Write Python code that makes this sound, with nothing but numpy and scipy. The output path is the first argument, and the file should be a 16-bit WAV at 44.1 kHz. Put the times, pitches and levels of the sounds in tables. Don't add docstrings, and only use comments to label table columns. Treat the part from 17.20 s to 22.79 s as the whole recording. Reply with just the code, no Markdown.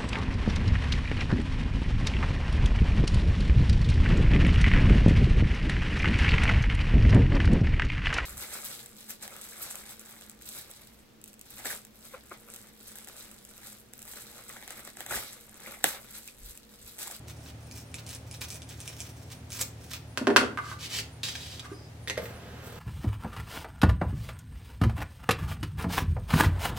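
import sys
import numpy as np
from scipy import signal
from scipy.fft import rfft, irfft
from scipy.io import wavfile

SR = 44100
rng = np.random.default_rng(int(sys.argv[2]) if len(sys.argv) > 2 else 0)


def wav_out(sig):
    wavfile.write(sys.argv[1], SR, np.round(np.clip(np.atleast_2d(sig).T, -1, 1) * 32767).astype(np.int16))


N = 246519
TIME = np.arange(N) / SR


def amp(db):
    return 10 ** (np.asarray(db) / 20)


def rms_one(x):
    return x / np.sqrt(np.mean(x ** 2) + 1e-20)


def at_hz(points, hz):
    f, value = np.transpose(points)
    return np.interp(np.log(np.maximum(hz, 1)), np.log(f), value)


def since(s):
    return np.maximum(TIME - s, 0)


def drift(per_s):
    knots = rng.standard_normal(int(per_s * N / SR) + 2)
    return rms_one(np.interp(TIME * per_s, np.arange(len(knots)), knots))


def convolve(x, response):
    return signal.oaconvolve(x.astype(np.float32), response.astype(np.float32))[:N]


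def crack(spectrum, size=2048):
    cepstrum = irfft(np.log(amp(at_hz(spectrum, np.fft.rfftfreq(size, 1 / SR)))))
    causal = 2 * cepstrum[:size // 2] * (np.arange(size // 2) > 0)
    pulse = irfft(np.exp(rfft(causal, size)))
    return pulse / np.abs(pulse).max()


def ringing(modes):
    t = TIME[:SR // 4]
    return sum(amp(db) * 1000 ** (-t / t60) * np.cos(2 * np.pi * hz * t) for hz, db, t60 in modes)


def blows(rows, chatter, chatter_s, size=512):
    force = np.zeros(N)
    for (s, db, cutoff_hz), jitter in zip(rows, rng.standard_normal((len(rows), size))):
        contact = (np.arange(size) == 0) + chatter * jitter * np.exp(-TIME[:size] / chatter_s)
        contact /= np.linalg.norm(contact)
        pole, at = np.exp(-2 * np.pi * cutoff_hz / SR), int(s * SR)
        force[at:at + size] += amp(db) * signal.lfilter([1 - pole], [1, -pole], contact)
    return force


def friction(spectrum, per_s, spread_db):
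    sizes = amp(spread_db * np.minimum(rng.exponential(1, N), 4)) * rng.choice([-1, 1], N)
    slipping = rng.random(N) < per_s / SR
    return rms_one(convolve(sizes * slipping, crack(spectrum)))


def pressing(strokes, rise):
    return sum(amp(db) * np.sqrt(np.interp((TIME - start) / (end - start), [0, rise, 1], [0, 1, 0]))
               for start, end, db in strokes)


# frequency in Hz, coherence from 0 to 1.
COHERENCE = [(100, 0.99), (300, 0.88), (700, 0.57), (1500, 0.057), (4000, 0.017), (12000, 0.017)]
def diffuse(spectrum, size):
    hz = np.fft.rfftfreq(size, 1 / SR)
    alike = np.clip(at_hz(COHERENCE, hz), 0, 1)
    mid, side = rfft(rng.standard_normal((2, size))) * amp(at_hz(spectrum, hz))
    return rms_one(irfft(np.sqrt(1 + alike) * mid + np.sqrt(1 - alike) * side * [[1], [-1]], size))


# frequency in Hz, time to fall 60 dB (T60) in seconds.
ROOM_T60 = [(200, 0.48), (1000, 0.39), (4000, 0.27), (14000, 0.23)]
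def room(size=32768):
    t, hz = TIME[:size], np.fft.rfftfreq(size, 1 / SR)
    field = rfft(diffuse([(100, 0), (16000, 0)], size))
    octave = np.log2(np.clip(hz, 125, 16000))
    tail = 0
    for centre in np.unique(np.round(octave)):
        band = irfft(field * np.maximum(1 - np.abs(octave - centre), 0))
        tail = tail + band * 1000 ** (-t / at_hz(ROOM_T60, 2 ** centre))
    early = 1 + 3 * np.exp(-t / 0.0057)
    onset = np.clip((t - 0.0015) / 0.0026, 0, 1)
    return rms_one(tail * early * onset) / np.sqrt(size)


def place(x, walls, wet_db, pan_db, lag_samples):
    late = irfft(rfft(x) * np.exp(-2j * np.pi * np.fft.rfftfreq(N) * lag_samples), N)
    direct = np.array([late * amp(pan_db / 2), x * amp(-pan_db / 2)])
    return direct + amp(wet_db) * np.array([convolve(x, side) for side in walls])


# frequency in Hz, rms level in dB.
MOTOR_PARTIALS = [(75.4, -54), (88, -57), (113.2, -49.5), (150.7, -57.5), (258.4, -61.5)]
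def motor_hum():
    return sum(amp(db) * np.sqrt(2) * np.sin(2 * np.pi * hz * TIME + 0.76 * drift(3.8))
               for hz, db in MOTOR_PARTIALS)


def chirps(first_s=0.205, period_s=0.246, even_beats=12, lag_s=0.0058):
    beats = np.arange(N / SR / period_s)
    moments = first_s + period_s * beats + lag_s * np.maximum(beats - even_beats, 0) ** 2
    gate = sum(np.exp(-np.minimum(np.abs(TIME - s) / 0.04, 3) ** 4) for s in moments)
    whistle = rms_one(convolve(rng.standard_normal(N), ringing([(9410, 0, 0.014)])))
    return amp(-65.5) * gate * whistle


# frequency in Hz, relative level in dB.
AIR_SPECTRUM = [(25, -38), (46, -13.5), (85, -1.5), (122, -3), (190, -9.5), (270, -11), (400, -14),
                (780, -16.5), (1050, -22.5), (1900, -24), (5500, -31), (9300, -34.5), (15500, -41.5)]
def room_tone():
    return amp(-49.5) * diffuse(AIR_SPECTRUM, N)


# start in seconds, relative level in dB, cutoff in Hz.
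OBJECT_TAPS = [(4.875, -24, 8000), (4.8815, -18, 7000), (4.8985, -14.5, 9000), (4.9075, -19, 2000),
               (4.958, -38, 8000), (4.977, -22.5, 14000), (5.056, -25.5, 2000)]
# frequency in Hz, relative level in dB.
TAP_SPECTRUM = [(60, -16), (400, 7.5), (1000, 0), (2100, 4), (3800, 4.5), (6000, 2), (10000, -2.5),
                (15500, -15)]
# frequency in Hz, relative level in dB, T60 in seconds.
OBJECT_MODES = [(510, -20, 0.033), (1906, -8, 0.033), (2067, -9.5, 0.03), (2320, -12, .025),
                (2500, -20, 0.018), (3530, -8, 0.015)]
def pick_up():
    force = blows(OBJECT_TAPS, chatter=0.51, chatter_s=0.0012)
    click = amp(4) * convolve(force, crack(TAP_SPECTRUM))
    return click + amp(-5.5) * convolve(force, ringing(OBJECT_MODES))


# start in seconds, relative level in dB, lower mode in Hz.
EDGE_BUMPS = [(4.516, -29.5, 297), (4.9765, -19.5, 461)]
def edge_bumps(cutoff_hz=900):
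    bumps = np.zeros(N)
    for s, db, hz in EDGE_BUMPS:
        edge = ringing([(hz, -2, 0.05)]) - ringing([(hz * 1.34, -3, 0.045)])
        bumps += convolve(blows([(s, db, cutoff_hz)], chatter=0.033, chatter_s=0.0011), edge)
    return bumps


# start and end in seconds, level in dB.
SLIDE_RUSTLES = [(5.01, 5.11, -50), (5.42, 5.59, -52.5)]
# frequency in Hz, relative level in dB.
SLIDE_SPECTRUM = [(70, -4.5), (180, 3), (340, -8), (480, 2), (750, -5.5), (1000, -9), (1400, -5),
                  (2300, -12.5), (3200, -12.5), (5000, -20.5), (10000, -27.5), (12800, -24), (15500, -31)]
def slide(start_s=4.972, shove_db=14.5, shove_s=0.076, growth_db_per_s=6.5):
    rustle = pressing(SLIDE_RUSTLES, rise=0.2) * friction(CRISP_SPECTRUM, per_s=3000, spread_db=7)
    t = since(start_s)
    level = (t > 0) * amp(-53 + growth_db_per_s * t + shove_db * np.exp(-t / shove_s))
    return rustle + level * friction(SLIDE_SPECTRUM, per_s=5500, spread_db=-0.5)


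# start and end in seconds, relative level in dB.
MESH_RUBS = [(3.39, 3.57, -49.5), (3.585, 3.68, -38), (3.69, 3.815, -32), (4.17, 4.41, -48)]
# start in seconds, relative level in dB, cutoff in Hz.
MESH_SLAPS = [(3.7875, -9.5, 4000), (4.0327, -11.5, 10000), (4.0517, -20, 9000), (4.085, -16, 7000),
              (4.1528, -15, 6000), (4.3945, -22, 14000)]
# frequency in Hz, relative level in dB.
MESH_SPECTRUM = [(200, -11.5), (1000, -13.5), (2000, -5), (3000, -3.5), (3800, -0.5), (5500, -4.5),
                 (8000, -7.5), (11000, -14.5), (15500, -15.5)]
# frequency in Hz, relative level in dB, T60 in seconds.
SWUNG_MODES = [(2250, -31, 0.033), (3030, -22, 0.017), (4450, -25, 0.0084)]
LANDED_MODES = [(3250, -18, 0.014), (3840, -20.5, 0.015), (4830, -17, 0.0079)]
def wreath_mesh(loaded_s=3.95, touchdown_s=4.032, fade_db_per_s=87):
    landing = (TIME > touchdown_s) * amp(-34.5 - fade_db_per_s * since(touchdown_s))
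    pressure = (pressing(MESH_RUBS, rise=0.65) + landing) * amp(1.1 * drift(90))
    swish = amp(-4) * pressure * friction(MESH_SPECTRUM, per_s=6400, spread_db=2.5)
    slaps = blows(MESH_SLAPS, chatter=0.42, chatter_s=0.0036)
    mesh = swish + amp(1.5) * convolve(slaps, crack(MESH_SPECTRUM))
    swung = convolve(mesh * (TIME < loaded_s), ringing(SWUNG_MODES))
    landed = convolve(mesh * (TIME >= loaded_s), ringing(LANDED_MODES))
    return mesh + amp(-12) * (swung + landed)


# start in seconds, relative level in dB, cutoff in Hz.
FRAME_CLINKS = [(3.3745, -21, 5660), (3.3875, -21, 2500), (3.515, -29.5, 2500), (4.452, -35, 3960)]
# start and end in seconds, relative level in dB.
FRAME_DRAGS = [(3.43, 3.545, -43.5), (4.425, 4.47, -46.5), (4.49, 4.55, -53)]
# frequency in Hz, relative level in dB, T60 in seconds.
WIRE_MODES = [(1174, -27, 0.11), (1193, -5, 0.07), (1270, -11, 0.052), (1503, -5, 0.031),
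              (2020, -12, 0.033)]
def wreath_frame():
    touches = blows(FRAME_CLINKS, chatter=0.083, chatter_s=0.00067)
    clinks = amp(-2.5) * convolve(touches, ringing(WIRE_MODES))
    slips = friction(SCRAPE_SPECTRUM, per_s=960, spread_db=3)
    wire = rms_one(convolve(slips, ringing(WIRE_MODES)))
    grit = amp(-11) * friction(CLACK_SPECTRUM, per_s=2200, spread_db=6)
    drag = amp(-0.5) * pressing(FRAME_DRAGS, rise=0.73) * (wire + grit)
    loop = rms_one(convolve(slips, ringing([(4950, 8, 0.014), (5460, -12, 0.006)])))
    return clinks + drag + pressing([(4.53, 4.70, -60)], rise=0.092) * loop


# start in seconds, relative clack and thud in dB, cutoff in Hz.
SCISSOR_KNOCKS = [(2.975, -16, -30, 14200), (3.0117, -50, -23.5, 400), (3.0709, -7, -12, 1500),
                  (3.1033, -15, -14.5, 1100), (3.1624, 3, -15.5, 4600), (3.214, -21, -18, 2000)]
# frequency in Hz, relative level in dB.
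CLACK_SPECTRUM = [(100, -51), (250, -1), (700, -11), (1200, 4), (1800, -8), (3000, 0), (4500, -2),
                  (7000, -4), (10000, -3.5), (15500, -26)]
# frequency in Hz, relative level in dB, T60 in seconds.
HANDLE_MODES = [(1144, -23.5, 0.026), (1477, -6, 0.013), (1590, -18, 0.029), (1940, -6.5, 0.0054),
                (2610, -9.5, 0.0072), (3140, -21, 0.023), (4320, -16.5, 0.0084)]
TABLE_MODES = [(213, -11.5, 0.22), (255, 3.5, 0.051), (411, -8, 0.073), (466.3, -9.5, 0.085),
               (597, -2.5, 0.058), (744, -9, 0.068), (933, -11, 0.08), (1070, -12.5, 0.046),
               (1500, -31, 0.027), (1780, -8, 0.043)]
def scissors_clatter(bounce_s=0.0155, clack_loss_db=24.5, thud_loss_db=8, dulling=0.82):
    bounces = [(s + bounce_s, clack - clack_loss_db, thud - thud_loss_db, hz * dulling)
               for s, clack, thud, hz in SCISSOR_KNOCKS]
    contacts = SCISSOR_KNOCKS + bounces
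    on_handle = blows([(s, db, hz) for s, db, _, hz in contacts], chatter=0.0067, chatter_s=0.00073)
    on_table = blows([(s, db, hz) for s, _, db, hz in contacts], chatter=0.12, chatter_s=0.0076)
    clack = amp(2.5) * convolve(on_handle, crack(CLACK_SPECTRUM))
    ring = amp(-1.5) * convolve(on_handle, ringing(HANDLE_MODES))
    board = sum((-1) ** k * ringing([mode]) for k, mode in enumerate(TABLE_MODES))
    thud = amp(-4) * convolve(on_table, board)
    radiation = signal.butter(4, 161, "high", fs=SR, output="sos")
    return signal.sosfilt(radiation, clack + ring + thud)


# start in seconds, relative level in dB.
BLADE_CATCHES = [(.5125, -27), (0.743, -18.5), (0.8651, -24.5), (0.892, -22), (0.9496, -21.5),
                 (1.1127, -22.5), (1.216, -24), (1.3038, -19), (1.3448, -22.5), (1.4199, -26),
                 (1.4918, -26.5), (1.6034, -21), (1.6775, -17.5), (1.8044, -17), (2.3045, -27),
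                 (2.32, -21.5), (2.4131, -9)]
def blade_catches(pressure, cutoff_hz=8500, regrip_s=0.013, regrip_loss_db=6, slips_per_s=70):
    gaps = regrip_s * rng.uniform(0.75, 1.25, len(BLADE_CATCHES))
    grips = [(s, db, cutoff_hz) for s, db in BLADE_CATCHES]
    regrips = [(s + gap, db - regrip_loss_db, cutoff_hz) for (s, db), gap in zip(BLADE_CATCHES, gaps)]
    slipping = rng.random(N) < slips_per_s / SR
    slips = slipping * pressure * amp(13 + 1.5 * rng.standard_normal(N))
    return blows(grips + regrips, chatter=0.57, chatter_s=0.0007) + slips


# start in seconds, relative level in dB, cutoff in Hz.
TIE_SNAPS = [(.7425, -24.5, 6000), (1.216, -29, 6000), (2.41, -25, 6000)]
# frequency in Hz, relative level in dB, T60 in seconds.
TIE_MODES = [(2350, -6.5, 0.013), (2560, -9, 0.016), (3520, -3, 0.0052)]
# frequency in Hz, relative level in dB.
CRISP_SPECTRUM = [(3000, -5), (7000, -2), (8300, 5), (10500, -14), (13000, 4), (15000, -3.5)]
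def tie_fracture(parting):
    snaps = blows(TIE_SNAPS, chatter=0.056, chatter_s=0.00045)
    ring = amp(-3) * convolve(snaps, ringing(TIE_MODES))
    noise = rms_one(convolve(rng.standard_normal(N), crack(CRISP_SPECTRUM)))
    return ring + amp(-27) * parting * noise


# start and end in seconds, relative level in dB, bite offset in dB.
SQUEEZES = [(0.069, .125, -50.5, -2), (0.256, 0.31, -51, 0.5), (.51, 0.634, -47.5, -17),
            (0.753, 0.807, -49.5, -1), (0.859, 0.968, -44, -4), (1.083, 1.18, -53.5, -3.5),
            (1.207, 1.258, -42, -1.5), (1.279, 1.376, -43, -25), (1.474, 1.55, -52.5, 0),
            (1.555, 1.75, -51.5, -3.5), (1.76, 1.917, -48.5, -7), (2.09, 2.139, -49.5, -2),
            (2.291, 2.445, -43, -11), (2.563, 2.757, -57, -8), (2.703, 2.779, -46.5, 1.5)]
# frequency in Hz, relative level in dB.
SCRAPE_SPECTRUM = [(200, -22.5), (700, -10.5), (1500, -3), (2400, -6), (4200, -2), (5800, 2), (8500, 0),
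                   (11000, -5), (15500, -2.5)]
BITE_SPECTRUM = [(200, -8.5), (700, -10.5), (1300, 3), (2200, 2.5), (3600, 6), (5000, 0), (9000, -18),
                 (15500, -6)]
TICK_SPECTRUM = [(200, -10), (700, 8), (1500, -26), (2400, 9.5), (4200, 8.5), (6000, 11.5), (8500, 13.5),
                 (11000, 9), (15500, -20)]
# frequency in Hz, relative level in dB, T60 in seconds.
BLADE_MODES = [(2460, -23, 0.021), (3510, -35, 0.011), (5476, -28.5, 0.02), (6120, -31.5, 0.018),
               (8420, -33.5, .03)]
def scissors_cutting(cut_s=2.4135, cut_rise_s=0.0066, cut_decay_s=0.0068):
    jerks = amp(3.72 * drift(120))
    fumble = (TIME > 0.1) * (TIME < 2.3) * amp(-68.5 + 4.5 * drift(12.09))
    squeeze = pressing([(start, end, db) for start, end, db, _ in SQUEEZES], rise=0.44)
    pressure = np.maximum(fumble, squeeze)
    depth = pressing([(start, end, db + offset) for start, end, db, offset in SQUEEZES], rise=0.59)
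    parting = np.exp(-np.maximum((cut_s - TIME) / cut_rise_s, (TIME - cut_s) / cut_decay_s))
    scrape_level = amp(-2) * pressure + amp(-33) * parting
    scrape = scrape_level * jerks * friction(SCRAPE_SPECTRUM, per_s=1600, spread_db=4)
    bite = amp(-1) * depth * jerks * friction(BITE_SPECTRUM, per_s=900, spread_db=2.5)
    catches = blade_catches(pressure)
    ticks = convolve(catches, crack(TICK_SPECTRUM))
    steel = amp(-3) * convolve(catches + amp(-2) * scrape, ringing(BLADE_MODES))
    return scrape + bite + ticks + steel + tie_fracture(parting)


def scene():
    walls = room()
    return (place(scissors_cutting(), walls, wet_db=-1.25, pan_db=-1.5, lag_samples=0.6)
            + place(scissors_clatter(), walls, wet_db=-0.6, pan_db=0.2, lag_samples=2.36)
            + place(wreath_mesh() + wreath_frame(), walls, wet_db=0.6, pan_db=-1.8, lag_samples=0.85)
            + place(pick_up() + edge_bumps() + slide(), walls, wet_db=-1.5, pan_db=-2, lag_samples=2.5)
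            + motor_hum() + chirps() + room_tone())


def record(dry, ceiling=0.85, cutoff_hz=15950):
    low_pass = signal.ellip(12, 0.2, 80, cutoff_hz, fs=SR, output="sos")
    return signal.sosfilt(low_pass, np.clip(dry, -ceiling, ceiling))


dry = scene()
out = record(dry)
wav_out(out)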